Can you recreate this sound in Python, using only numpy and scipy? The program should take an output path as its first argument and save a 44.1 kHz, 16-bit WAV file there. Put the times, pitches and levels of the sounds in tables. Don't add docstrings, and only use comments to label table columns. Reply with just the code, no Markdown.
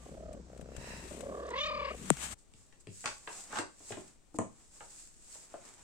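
import sys
import numpy as np
from scipy import signal
from scipy.fft import rfft, irfft, next_fast_len
from scipy.io import wavfile
from scipy.ndimage import uniform_filter1d, map_coordinates

SR = 44100
rng = np.random.default_rng(int(sys.argv[2]) if len(sys.argv) > 2 else 0)


def waveform_to_disk(signal):
    frames = np.transpose(np.atleast_2d(signal))
    scaled = np.clip(frames, -1, 1) * 32767
    samples = np.round(scaled).astype(np.int16)
    wavfile.write(sys.argv[1], SR, samples)


N = 257103


def amp(db):
    return 10 ** (np.asarray(db) / 20)

def unit(x):
    return x / np.sqrt(np.mean(x ** 2) + 1e-20)

def steady(x):
    power = uniform_filter1d(uniform_filter1d(x * x, SR // 18), SR // 36)
    return x / np.sqrt(np.abs(power) + 1e-9)

def along(points, hz):
    freqs, values = np.transpose(points)
    return np.interp(np.log(hz + 1), np.log(freqs + 1), values)

def clock():
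    return np.arange(N) / SR

def curves(rows):
    times, *columns = np.transpose(rows)
    return [np.interp(clock(), times, column) for column in columns]

def during(start, end):
    return np.clip(np.minimum(clock() - start, end - clock()) / .01 + .5, 0, 1)

def swell(peak_s, rise_s, fall_s, roundness=1.47):
    away = np.linspace(-6, 6, 241)
    times = peak_s + away * np.where(away < 0, rise_s, fall_s)
    return np.interp(clock(), times, amp(-10 * np.abs(away) ** roundness), left=0, right=0)

def decay(t, db, t60_s):
    return amp(db - 60 * t / t60_s)

def attack(t, rise_s):
    return 1 - np.exp(-t / rise_s)

def wobble(rate):
    knots = rng.standard_normal(int(N * rate / SR) + 4)
    grid = np.arange(0, len(knots) - 1, .125)
    return np.interp(clock() * rate, grid, map_coordinates(knots, [grid]))

def filtered(x, response):
    size = next_fast_len(x.shape[-1] + 8192)
    return irfft(rfft(x, size) * response(np.fft.rfftfreq(size, 1 / SR)), size)[..., :x.shape[-1]]

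def resonate(x, peaks):
    return filtered(x, lambda f: sum(
        (-1) ** k * amp(db) * 1j * f * width / (centre * centre - f * f + 1j * f * width)
        for k, (centre, width, db) in enumerate(peaks)))

def pan(left_db):
    gain = amp(np.atleast_1d(left_db))
    return 2 * np.array([gain, np.ones_like(gain)]) / (1 + gain)

def noise(spectrum, alike, size=N):
    mid, side = filtered(rng.standard_normal((2, size)), lambda hz: amp(along(spectrum, hz)))
    side = unit(side) * np.sqrt((1 - alike) / (1 + alike))
    return np.array([unit(mid) + side, unit(mid) - side])

def add(track, start_s, sound):
    part = track[..., round(start_s * SR):][..., :sound.shape[-1]]
    part += sound[..., :part.shape[-1]]


def garden():
    bird_hz, drone_hz = 1180, 61.7
    chirp = amp(-66.5) * swell(peak_s=.035, rise_s=.06, fall_s=.06)
    bird = chirp * np.sin(2 * np.pi * bird_hz * clock() + .63 * wobble(65))
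    drone = amp(-53 + 2 * wobble(15)) * np.sin(2 * np.pi * drone_hz * clock() + .5 * wobble(4.4))
    air_eq = [(100, -3), (300, -5), (1000, -7.5), (3000, -20), (8000, -11.5), (12000, -56.5)]
    return bird + drone * pan(4.3) + amp(-66.5) * noise(air_eq, .16)


# freq_hz, gain_db
ROOM_TONE_EQ = [(20, 12), (116, -2), (293, -4), (1530, -19.5), (2020, -20), (5080, -22), (8300, -14.5),
                (11000, -36), (16000, -36.5)]

def room_tone():
    return amp(-65.5) * noise(ROOM_TONE_EQ, .14) * pan(3.5)


# freq_hz, t60_s
ROOM_DECAY = [(100, 0.3), (400, 0.24), (2000, 0.26), (8000, 0.36), (15000, 0.055)]

def room_reverb(x):
    hz, t, spectra = signal.stft(rng.standard_normal((2, SR // 2)), SR, nperseg=256)
    tail = signal.istft(spectra * decay(t, 0, along(ROOM_DECAY, hz)[:, None]), SR, nperseg=256)[1]
    delayed = np.pad(x.mean(axis=0), (220, 0))[None]
    return signal.fftconvolve(delayed, tail / np.linalg.norm(tail[0]), axes=1)[:, :N]


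# freq_hz, gain_db
DESK_SEND_EQ = [(100, -4), (330, -2), (900, -2.5), (2500, -1.5), (5000, 2), (8000, -5.5)]

def desk_radiation(knocks):
    return filtered(knocks, lambda hz: amp(along(DESK_SEND_EQ, hz)))

def bending_wave(t, first_hz, last_hz, sweep_s, peak_s, sharpness):
    hz = last_hz + (first_hz - last_hz) / (1 + t / sweep_s) ** 2
    envelope = (t / peak_s * np.exp(1 - t / peak_s)) ** sharpness
    return envelope * np.sin(2 * np.pi * np.cumsum(hz) / SR)


# freq_hz, gain_db
CLICK_EQ = [(800, -15), (2700, 0.5), (5200, -12.5), (7000, -13), (8200, 2.5), (10000, -29), (13000, -52),
            (16000, -38)]

def click(t, db, t60_s, alike):
    return decay(t, db, t60_s) * noise(CLICK_EQ, alike, len(t))


# start_s, level_db, thud_trim_db, clack_trim_db, tick_trim_db
DESK_HITS = [(2.537, -62, 4.5, -10, 6.5), (2.871, -41.5, -1, -23, -10.5), (3.803, -53, -16, 2, -13),
             (3.905, -33.5, -14.5, -5.5, -16.5), (3.970, -33.5, -17, -5.5, -21),
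             (4.343, -32.5, -20, -24, -38), (4.387, -20, -19, -6.5, -37.5), (4.418, -34, -13, -18, -23.5),
             (5.352, -68.5, -2.5, 18.5, 9), (5.540, -51, -8, 16, -10)]
# freq_hz, level_db, t60_s
DESK_MODES = [(134, 6, 0.031), (237, 0, 0.079), (312, -10, 0.049), (352, -9, 0.18), (426, 0, 0.067),
              (659, -0.5, 0.12), (820, 4.5, 0.055), (940, -3.5, 0.068), (1068, 7, 0.034), (1370, 2, 0.031)]
# freq_hz, gain_db
PEN_BARREL_EQ = [(200, -40), (600, -4), (900, 5), (1170, 8), (1500, -21), (2500, -12), (3400, -34),
                 (4200, -23), (4900, -46), (9000, -58.5)]
PEN_TIP_EQ = [(3000, -38), (5500, -21.5), (7100, 3.5), (8700, 2.5), (10000, -15), (12000, -26),
              (15000, -55)]

def desk_knocks():
    thud_eq = [(50, -37), (95, 2.5), (135, -2.5), (200, 2.5), (320, -19), (500, -16), (1000, -67)]
    body_eq = [(130, -33), (220, -2), (310, 13.5), (430, 4), (560, -24), (1500, -72)]
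    clack_eq = [(120, -30), (400, 5), (600, 13.5), (800, 4.5), (1150, -2), (1450, -10), (2600, -24),
                (4000, -44), (7000, -74)]
    track, t = np.zeros((2, N)), np.arange(SR // 3) / SR
    hardest_db = max(row[1] for row in DESK_HITS)
    sweep = bending_wave(t, first_hz=2483, last_hz=148, sweep_s=.004272, peak_s=.0069, sharpness=2.43)
    build_up = 1 - np.exp(-(t / .0018) ** 2)
    for start_s, db, thud_db, clack_db, tick_db in DESK_HITS:
        ring = 0
        for hz, mode_db, t60_s in DESK_MODES:
            mode_db += rng.normal(0, 1) + (hz > 550) * clack_db + (hz < 220) * thud_db
            ring += decay(t, mode_db, t60_s) * np.sin(2 * np.pi * hz * t + rng.uniform(0, 2 * np.pi))
        thud = decay(t, thud_db - 6, .32) * noise(thud_eq, .99, len(t))
        body = decay(t, -4, .06) * noise(body_eq, 1, len(t))
        clack = decay(t, clack_db - 1.5, .056) * noise(clack_eq, .63, len(t))
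        desk = (amp(-15) * ring + thud + body + clack) * build_up
        barrel = decay(t, -7.5, .018) * noise(PEN_BARREL_EQ, .3, len(t))
        tip = decay(t, -7.5, .0076) * noise(PEN_TIP_EQ, .12, len(t))
        pen = amp(db - hardest_db) * (barrel + tip)
        tick = click(t, tick_db + 7, t60_s=.01, alike=.2)
        wave = amp(-11 + (db - hardest_db) / 10) * sweep
        add(track, start_s, amp(db) * (wave + desk + (pen + tick) * attack(t, .00032)))
    return track * pan(3.7)


# centre_hz, width_hz, gain_db
EDGE_RESONANCE = [(734, 220, 0)]

def paper_scrape():
    rasp = resonate(resonate(rng.standard_normal(N), EDGE_RESONANCE), EDGE_RESONANCE)
    return amp(-64) * swell(peak_s=3.37, rise_s=.09, fall_s=.17) * unit(rasp)


# peak_s, rise_s, fall_s, hiss_db, rub_db
PAPER_SLIDES = [(2.389, 0.014, 0.05, -68, -85), (2.58, 0.046, 0.17, -67.5, -76.5),
                (2.809, 0.012, 0.017, -65.5, -89), (3.05, 0.1, 0.12, -50.5, -91),
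                (3.38, 0.13, 0.11, -50.5, -59), (3.59, 0.072, 0.033, -47.5, -43.5),
                (3.909, 0.13, 0.077, -53.5, -66.5), (4.081, 0.21, 0.058, -62, -66.5),
                (4.363, 0.014, 0.012, -55.5, -80), (4.62, 0.11, 0.098, -65.5, -73),
                (4.75, 0.041, 0.18, -62, -71), (5.041, 0.3, 0.1, -56, -72.5), (5.36, 0.16, 0.14, -55, -72),
                (5.68, 0.29, 0.22, -61, -62), (5.82, 0.043, 0.1, -68, -72)]
# freq_hz, gain_db
PAPER_HISS_EQ = [(880, -31), (1500, -16.5), (2270, -17.5), (2740, -14.5), (2970, -18.5), (5490, -8.5),
                 (5940, -9.5), (7100, -1.5), (8000, 0.5), (10000, -17), (14200, -31), (16000, -29.5)]
PAPER_RUB_EQ = [(120, -23), (200, -4.5), (330, -7), (570, -7), (800, -7), (1120, -6), (1600, -10),
                (2000, -10), (5000, -20.5), (6500, -13), (11000, -120)]

def paper_slides(creases_per_s=45, crease_s=.0015):
    powers = np.array([swell(*row[:3]) ** 2 for row in PAPER_SLIDES])
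    hiss_gain, rub_gain = np.sqrt(amp(np.transpose(PAPER_SLIDES)[3:]) ** 2 @ powers)
    grip = amp(1.5 * wobble(25))
    creases = (rng.random(N) < creases_per_s / SR) * rng.exponential(size=N)
    crinkle = unit(1 + .75 * signal.lfilter([1], [1, -np.exp(-1 / (crease_s * SR))], creases))
    hiss = hiss_gain * crinkle * amp(.43 * wobble(170)) * noise(PAPER_HISS_EQ, .019)
    rub = rub_gain * amp(1.2 * wobble(60)) * noise(PAPER_RUB_EQ, .36)
    return grip * (hiss + rub)


# start_s, level_db, flap_trim_db, crack_trim_db, ring_trim_db, crackle_cutoff_hz
PAPER_SNAPS = [(2.7248, -54, -14, -8, -17, 9000), (3.041, -38, -5, -14, -4, 3010),
               (3.057, -23, -20.5, -13, -11.5, 10900), (3.075, -34, -15, -18, -6.5, 9000),
               (3.274, -34, -11.5, -20, -8.5, 4620), (3.5286, -40.5, -3.5, -10, 1.5, 2600),
               (3.557, -35, -19, -16, 0, 6000), (3.571, -37.5, -28, -2, 6, 6000),
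               (3.586, -30, -6, 16, -5.5, 11000), (3.921, -36.5, -12, -20, -10, 5530),
               (4.806, -46.5, -2, -11.5, 1, 4000)]
# freq_hz, level_db, t60_s
SHEET_MODES = [(840, 1, 0.052), (945, -5, 0.054), (1136, 2, 0.064), (1280, -4.5, .06), (1392, -6, 0.094),
               (1473, 0.5, 0.045), (1591, -2, 0.071), (1742, -5.5, 0.031)]
# freq_hz, gain_db
CRACKLE_EQ = [(1000, -23), (1900, 1.5), (2700, 0), (3400, -3.5), (4300, -5), (5500, -7.5), (7000, -7.5),
              (9500, -12.5), (11000, -86)]
FLAP_EQ = [(60, -25), (105, -2.5), (190, -10), (330, -3.5), (470, 0), (650, -1), (900, -3.5), (1400, -8),
           (3000, -93)]

def paper_buckles(pop_s=3.586):
    track, t = np.zeros((2, N)), np.arange(SR // 6) / SR
    for start_s, db, flap_db, crack_db, ring_db, cutoff_hz in PAPER_SNAPS:
        grit = filtered(noise(CRACKLE_EQ, .17, len(t)), lambda hz: 1 / (1 + (hz / cutoff_hz) ** 8))
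        crackle = 1.165 * decay(t, -4.5, .031) * unit(grit)
        bend = 1 + rng.normal(0, .025)
        ring = 0
        for hz, mode_db, t60_s in SHEET_MODES:
            envelope = decay(t, ring_db - 4 + mode_db + rng.normal(0, 2.1), t60_s)
            cycles = bend * hz * t + rng.random() + .4 * rng.random((2, 1))
            ring += envelope * np.sin(2 * np.pi * cycles)
        flap = decay(t, flap_db, .12) * attack(t, .0015) * noise(FLAP_EQ, .93, len(t))
        crack = click(t, crack_db - 18, t60_s=.02, alike=.19)
        add(track, start_s, amp(db) * (crackle + ring + flap + crack) * attack(t, .00041))
    pop = bending_wave(t, first_hz=1300, last_hz=244, sweep_s=.0042, peak_s=.011, sharpness=4.5)
    add(track, pop_s, amp(-34.5) * pop)
    return track


# peak_s, rise_s, fall_s, level_db, left_db
FUR_BRUSHES = [(.04, 0.083, 0.18, -64, 1.5), (.58, 0.17, 0.056, -74, -1), (.87, 0.11, 0.19, -56.5, -1),
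               (1.12, 0.15, 0.15, -56, 16), (1.36, 0.18, 0.16, -65, -1.5), (1.98, 0.068, 0.05, -58, 0.5),
               (2.09, 0.12, 0.14, -50.5, 5.5), (2.24, 0.061, 0.06, -42, 6.5),
               (2.325, 0.043, 0.018, -46, 7.5)]
# start_s, level_db, left_db, thud_trim_db
WHISKER_FLICKS = [(0.3283, -48, 10, 7), (0.575, -52.5, 14, 11), (0.61, -48.5, 29, 4), (0.7635, -41, 25, 4),
                  (1.2059, -38.5, 17, -2), (2.1685, -36.5, -1.5, -15.5)]
# freq_hz, gain_db
FUR_EQ = [(180, -33), (300, -22), (593, 0), (787, 1), (930, -1), (1100, 1), (1390, 0.5), (2790, -0.5),
          (5250, -6.5), (5520, -4.5), (8090, 6), (10000, -9.5), (15000, -21), (16000, -30)]
RUMBLE_EQ = [(15, -21), (25, 1), (65, 2), (90, -0.5), (120, -6), (190, 2), (290, -8), (500, -13),
             (800, -58.5)]

def fur_on_microphone(handling_db=-58, rub_db=-14, thud_delay_s=.014):
    strokes = np.sqrt(sum((amp(db) * swell(*timing) * pan(left_db)) ** 2
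                          for *timing, db, left_db in FUR_BRUSHES))
    brush = strokes * amp(1.1 * wobble(150)) * noise(FUR_EQ, 0)
    t = np.arange(SR // 16) / SR
    for start_s, db, left_db, thud_db in WHISKER_FLICKS:
        flick = decay(t, db + .5, .031) * attack(t, .00163) * noise(FUR_EQ, .76, len(t))
        thud = decay(t, db + thud_db, .069) * attack(t, .003) * noise(RUMBLE_EQ, 1, len(t))
        add(brush, start_s, flick * pan(left_db))
        add(brush, start_s + thud_delay_s, thud * pan(left_db))
    handling = amp(handling_db + 5.1 * wobble(8.4)) * pan(4.8)
    return brush + (handling + amp(rub_db) * strokes) * noise(RUMBLE_EQ, .84)

def head_bump(start_s=2.103, drive=1.4):
    track, t = np.zeros(N), np.arange(SR // 10) / SR
    sinking_hz = 140 + 400 * np.exp(-t / .0052) + 1100 * np.exp(-t / .0016) + 2200 * np.exp(-t / .00018)
    thump = (.18 + .1) * np.exp(-t / .011) * np.sin(2 * np.pi * np.cumsum(sinking_hz) / SR)
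    scratch = .94 * np.sin(2 * np.pi * 8000 * t) * np.exp(-((t - .00035) / .00019) ** 2)
    add(track, start_s, np.tanh(drive * (thump + scratch)) / drive)
    return track * np.array([[1.15], [.015]])


# freq_hz, side_over_mid_db
PORT_WIDTH = [(100, -12.5), (400, -7), (700, -8.5), (1290, 2), (2380, 2), (4400, 0.5), (8000, 2.5)]

def ports(x):
    return filtered(x, lambda hz: 1 + 1j * amp(along(PORT_WIDTH, hz)) * np.array([[-1], [1]]))


# start_s, level_db
LIP_SMACKS = [(1.467, -53), (1.491, -50), (1.505, -47)]
# freq_hz, gain_db
LIP_EQ = [(2000, -35), (3800, -13), (6500, 7), (8500, 1), (11000, -36), (15000, -50)]

def lips():
    track, t = np.zeros((2, N)), np.arange(SR // 50) / SR
    for start_s, db in LIP_SMACKS:
        add(track, start_s, decay(t, db, .016) * noise(LIP_EQ, .27, len(t)))
    return track


# time_s, beat_count
PURR_TEMPO = [(0, -.2), (.403, 14), (.47, 16), (.534, 18), (.597, 20), (.616, 21), (.628, 22), (.661, 23),
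              (.721, 25), (.937, 32), (1.294, 44), (1.54, 53), (1.587, 55), (1.72, 60), (1.883, 66),
              (1.945, 68), (2.0, 70)]

def purr_beat():
    return curves(PURR_TEMPO)[0]

def throat_ticks(beat, pitch_hz=525, rise_hz_per_s=63000, width_s=.0025):
    age_s = (beat - np.round(beat)) / np.maximum(np.gradient(beat) * SR, 1)
    hz = pitch_hz * (1 + .06 * wobble(30))
    phase = 2 * np.pi * (hz + rise_hz_per_s * age_s / 2) * age_s + wobble(20)
    chirp = np.exp(-(age_s / width_s) ** 2) * np.cos(phase)
    air = unit(resonate(rng.standard_normal(N), [(1230, 280, 0)]))
    return chirp + amp(-21) * np.exp(-(2 * age_s / width_s + 2) ** 2) * air


# centre_hz, width_hz, gain_db
NOSE_RESONANCES = [(930, 80, -5.5), (1801.4, 215, -6.5), (2699, 147, -7), (3882, 95, -12.5),
                   (5260, 880, -16)]

def in_breath(beat, start_s=.45, attack_s=.075, hold_s=.38, release_s=.2, weak_lag_beats=.53):
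    strong = throat_ticks(beat) * amp(1.5 * wobble(30))
    weak = throat_ticks(beat - weak_lag_beats) * amp(-10.5 + 3 * wobble(40))
    pulses = np.diff(np.floor(2 * beat), prepend=0) * amp(2 * wobble(41))
    chest = amp(-6) * steady(resonate(pulses, [(147, 38, 0)]))
    drawing = np.interp(clock(), np.cumsum([start_s, attack_s, hold_s, release_s]), [0, 1, 1, 0])
    ticking = amp(-54.5) * drawing * ports(steady(strong + weak) + chest) * pan(2.7)
    hiss = unit(resonate(rng.standard_normal((2, N)), NOSE_RESONANCES))
    hiss *= amp(-49.5 + .7 * np.cos(4 * np.pi * beat))
    return ticking + swell(peak_s=.9, rise_s=.13, fall_s=.2) * hiss

def throat_roll(beat, glide_hz=(273.7, 790), lead_beats=.597):
    glides = np.zeros(N)
    for k in range(2):
        progress = (beat + lead_beats + k) % 2 / 2
        hz = np.interp(progress, [0, 1], glide_hz) * (1 + .05 * wobble(50))
        envelope = np.sin(np.pi * progress) * amp(1.8 * wobble(41))
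        glides += envelope * np.sin(2 * np.pi * np.cumsum(hz) / SR)
    return unit(glides)


# time_s, share_of_final_freq
FORMANT_GLIDE = [(1.3, 0.62), (1.46, 0.74), (1.515, 0.85), (1.545, .88), (1.59, 1.0)]
# final_freq_hz, gain_db
NARROW_MOUTH_EQ = [(1500, 0), (1750, -10), (2300, 9), (2900, -17), (3600, -15), (4200, -12.5), (4900, -3),
                   (5700, -39), (9000, -22)]
WIDE_MOUTH_EQ = [(1500, -35), (1830, -5), (2400, -4.5), (3000, 1.5), (3300, -0.5), (3650, 5.5), (3950, -6),
                 (4900, -17), (6000, -13.5), (7500, -19.5), (8300, -46)]
# freq_hz, gain_db
DULL_RASP_EQ = [(500, -30), (1300, -1), (1750, -1), (2100, -9), (3000, -11), (5000, -12), (9000, -47)]
OPEN_RASP_EQ = [(500, -23), (1500, 7), (2300, 12.5), (3000, 11.5), (3600, -8), (5000, -6), (9000, -54)]

def upper_voice(pitch_hz, phase, jaw, rough):
    wide = np.interp(jaw, [.36, 1], [0, 1])
    tuning, = curves(FORMANT_GLIDE)
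    overtones = 0
    for k in range(3, 13):
        eq_hz = k * pitch_hz / tuning
        formant_db = wide * along(WIDE_MOUTH_EQ, eq_hz) + (1 - wide) * along(NARROW_MOUTH_EQ, eq_hz)
        shimmer_db = (1.5 + 4 * np.sqrt(rough)) * wobble(80)
        smear = rng.uniform(0, 2 * np.pi) + (.06 + 1.4 * np.minimum(rough, .3)) * wobble(330)
        overtones += amp(formant_db + shimmer_db) * np.sin(k * phase + smear)
    parted = np.interp(tuning, [.8, 1], [0, 1])
    rasp = np.sqrt(1 - parted) * noise(DULL_RASP_EQ, .38)[0]
    rasp += np.sqrt(parted) * noise(OPEN_RASP_EQ, .38)[0]
    return steady(overtones) + (.08 + 1.8 * rough) * rasp

def air_leak(pulse):
    gain = amp(-52 - 3.5 * pulse + 2.5 * wobble(300))
    return gain * swell(peak_s=1.903, rise_s=.14, fall_s=.038) * noise(OPEN_RASP_EQ, 1)[0]


# time_s, pitch_hz, level_db, jaw_open (0-1), roughness (0-1), flutter_db
TRILL_CALL = [(0, 514.4, -69, 0, 0.88, 26), (.05, 520.7, -56.5, 0.23, 1, 34),
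              (.17, 625, -51.5, 0, 0.65, 23), (.31, 645, -48.5, 0.1, 0.41, 24),
              (.4, 507, -54, 0.08, 0.6, 26), (.43, 490, -84, 0.04, 0.42, 22)]
GRUNT_CALL = [(1.02, 355, -62, 0.031, 0.25, 2.6), (1.045, 386, -50, 0.023, 0.12, 2.4),
              (1.084, 419.7, -55, 0.069, 0.26, 6)]
MEOW_CALL = [(1.1, 580.2, -47.5, 0.025, 0.92, 45), (1.17, 568.2, -49.5, 0.12, 0.96, 12),
             (1.255, 570.3, -43.5, .12, 0.86, 10), (1.29, 566, -42, .16, 0.74, 13),
             (1.33, 584, -43.5, 0.32, 0.48, 3.7), (1.455, 580, -44, 0.44, 0.33, 3.4),
             (1.491, 565, -45, 0.49, 0.36, 3.4), (1.515, 474.6, -45, 0.53, 0.37, 4),
             (1.541, 494.3, -43.5, 0.62, 0.2, 8.2), (1.565, 547, -43, .72, 0.11, 4.14),
             (1.596, 576.7, -43.5, 0.88, 0.049, 3), (1.609, 598.6, -44.5, 0.93, 0.021, 1.5),
             (1.625, 608.3, -44.5, 0.96, .03, 1.8), (1.666, 627.6, -44.5, 0.83, 0.029, 1.9),
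             (1.71, 613, -43, 0.62, .06, 4.3), (1.765, 598, -44, 0.6, 0.1, 7.4),
             (1.85, 576, -43, 0.61, .12, 12), (1.888, 548, -45.5, 0.58, 0.16, 10.8),
             (1.914, 623, -44.5, 0.55, 0.35, 12), (1.965, 554, -51, 0.046, 0.56, 17)]
# jaw_open (0-1), pitch_arch_depth, roll_mix (0-1), formant_db, upper_voice_db
JAW_CONTROLS = [(0, 0.076, 0.03, -28, -24.5), (.32, 0.13, 0.46, -9, -26.5), (.46, .12, 1, -9.5, -15),
                (.58, 0.065, 0, 0.5, -7.5), (.8, .04, 0, 1.5, 1.5), (0.999, 0.021, 0, -2, 7)]
# freq_hz, gain_db
FIRST_FORMANT_EQ = [(600, -14), (850, -1), (1000, 9), (1200, 4), (1330, -1), (1480, -23), (1680, -6.5),
                    (1850, -32), (2100, -35)]

def cat_voice(beat, skew=.55, jitter=.003, beat_swell_db=1.6):
    calls = [TRILL_CALL, GRUNT_CALL, MEOW_CALL]
    pitch_hz, level_db, jaw, rough, flutter_db = curves(np.vstack(calls))
    steps, *controls = np.transpose(JAW_CONTROLS)
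    arch_depth, roll_mix, formant_db, upper_db = [np.interp(jaw, steps, column) for column in controls]
    turn = 2 * np.pi * beat
    arch = 2.7 * (np.tanh(1.2 * np.cos(turn - skew / 2 * np.cos(turn)) + 1) - .97)
    arch *= 1 + .35 * np.tanh(wobble(37))
    pitch_hz *= 1 + arch_depth * arch + (jitter + .08 * rough) * wobble(400)
    phase = 2 * np.pi * np.cumsum(pitch_hz) / SR
    pulse = np.tanh(2 * np.cos(turn - skew * np.cos(turn)) + 1 - roll_mix)
    swell_db = beat_swell_db * np.tanh(flutter_db / 8) * np.sin(turn)
    gate = amp(flutter_db * (pulse - 1) / 2 + swell_db + (.5 + 2 * rough) * wobble(220))
    rattle_eq = [(90, -28), (210, 3.5), (330, -2), (560, 1), (700, -4.5), (850, -17), (1500, -52)]
    rattle = 1.1 * rough * noise(rattle_eq, .95)[0]
    tone = np.sqrt(2 * (1 - roll_mix)) * np.sin(phase) + np.sqrt(roll_mix) * throat_roll(beat)
    low = steady(gate * (tone + rattle))
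    formant = sum(amp(along(FIRST_FORMANT_EQ, k * pitch_hz)) * np.sin(k * phase + 1) for k in (2, 3, 4))
    mid = amp(formant_db) * steady(gate * amp((1.5 + 9 * rough + 2 * roll_mix) * pulse) * formant)
    upper = upper_voice(pitch_hz, phase, jaw, rough)
    high = amp(upper_db) * steady(gate ** .7 * amp(2.5 * pulse) * upper)
    sounding = sum(during(call[0][0], call[-1][0]) for call in calls)
    left_db, = curves([(.3, -2), (1.1, 1), (1.45, -1.5), (1.6, .5), (1.85, 4.5)])
    return ports(sounding * amp(level_db) * (low + mid + high) + air_leak(pulse)) * pan(left_db)


def scene(cut_s=2.343):
    snaps, knocks = paper_buckles(), desk_knocks()
    indoors = paper_slides() + paper_scrape() + snaps + knocks
    indoors += amp(-.5) * room_reverb(snaps + desk_radiation(knocks)) + room_tone()
    beat = purr_beat()
    outdoors = cat_voice(beat) + in_breath(beat) + lips() + head_bump() + fur_on_microphone() + garden()
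    before_cut = during(-1, cut_s)
    return before_cut * outdoors + (1 - before_cut) * indoors

def record(dry):
    return filtered(dry, lambda hz: hz < 16000)


dry = scene()
out = record(dry)
waveform_to_disk(out)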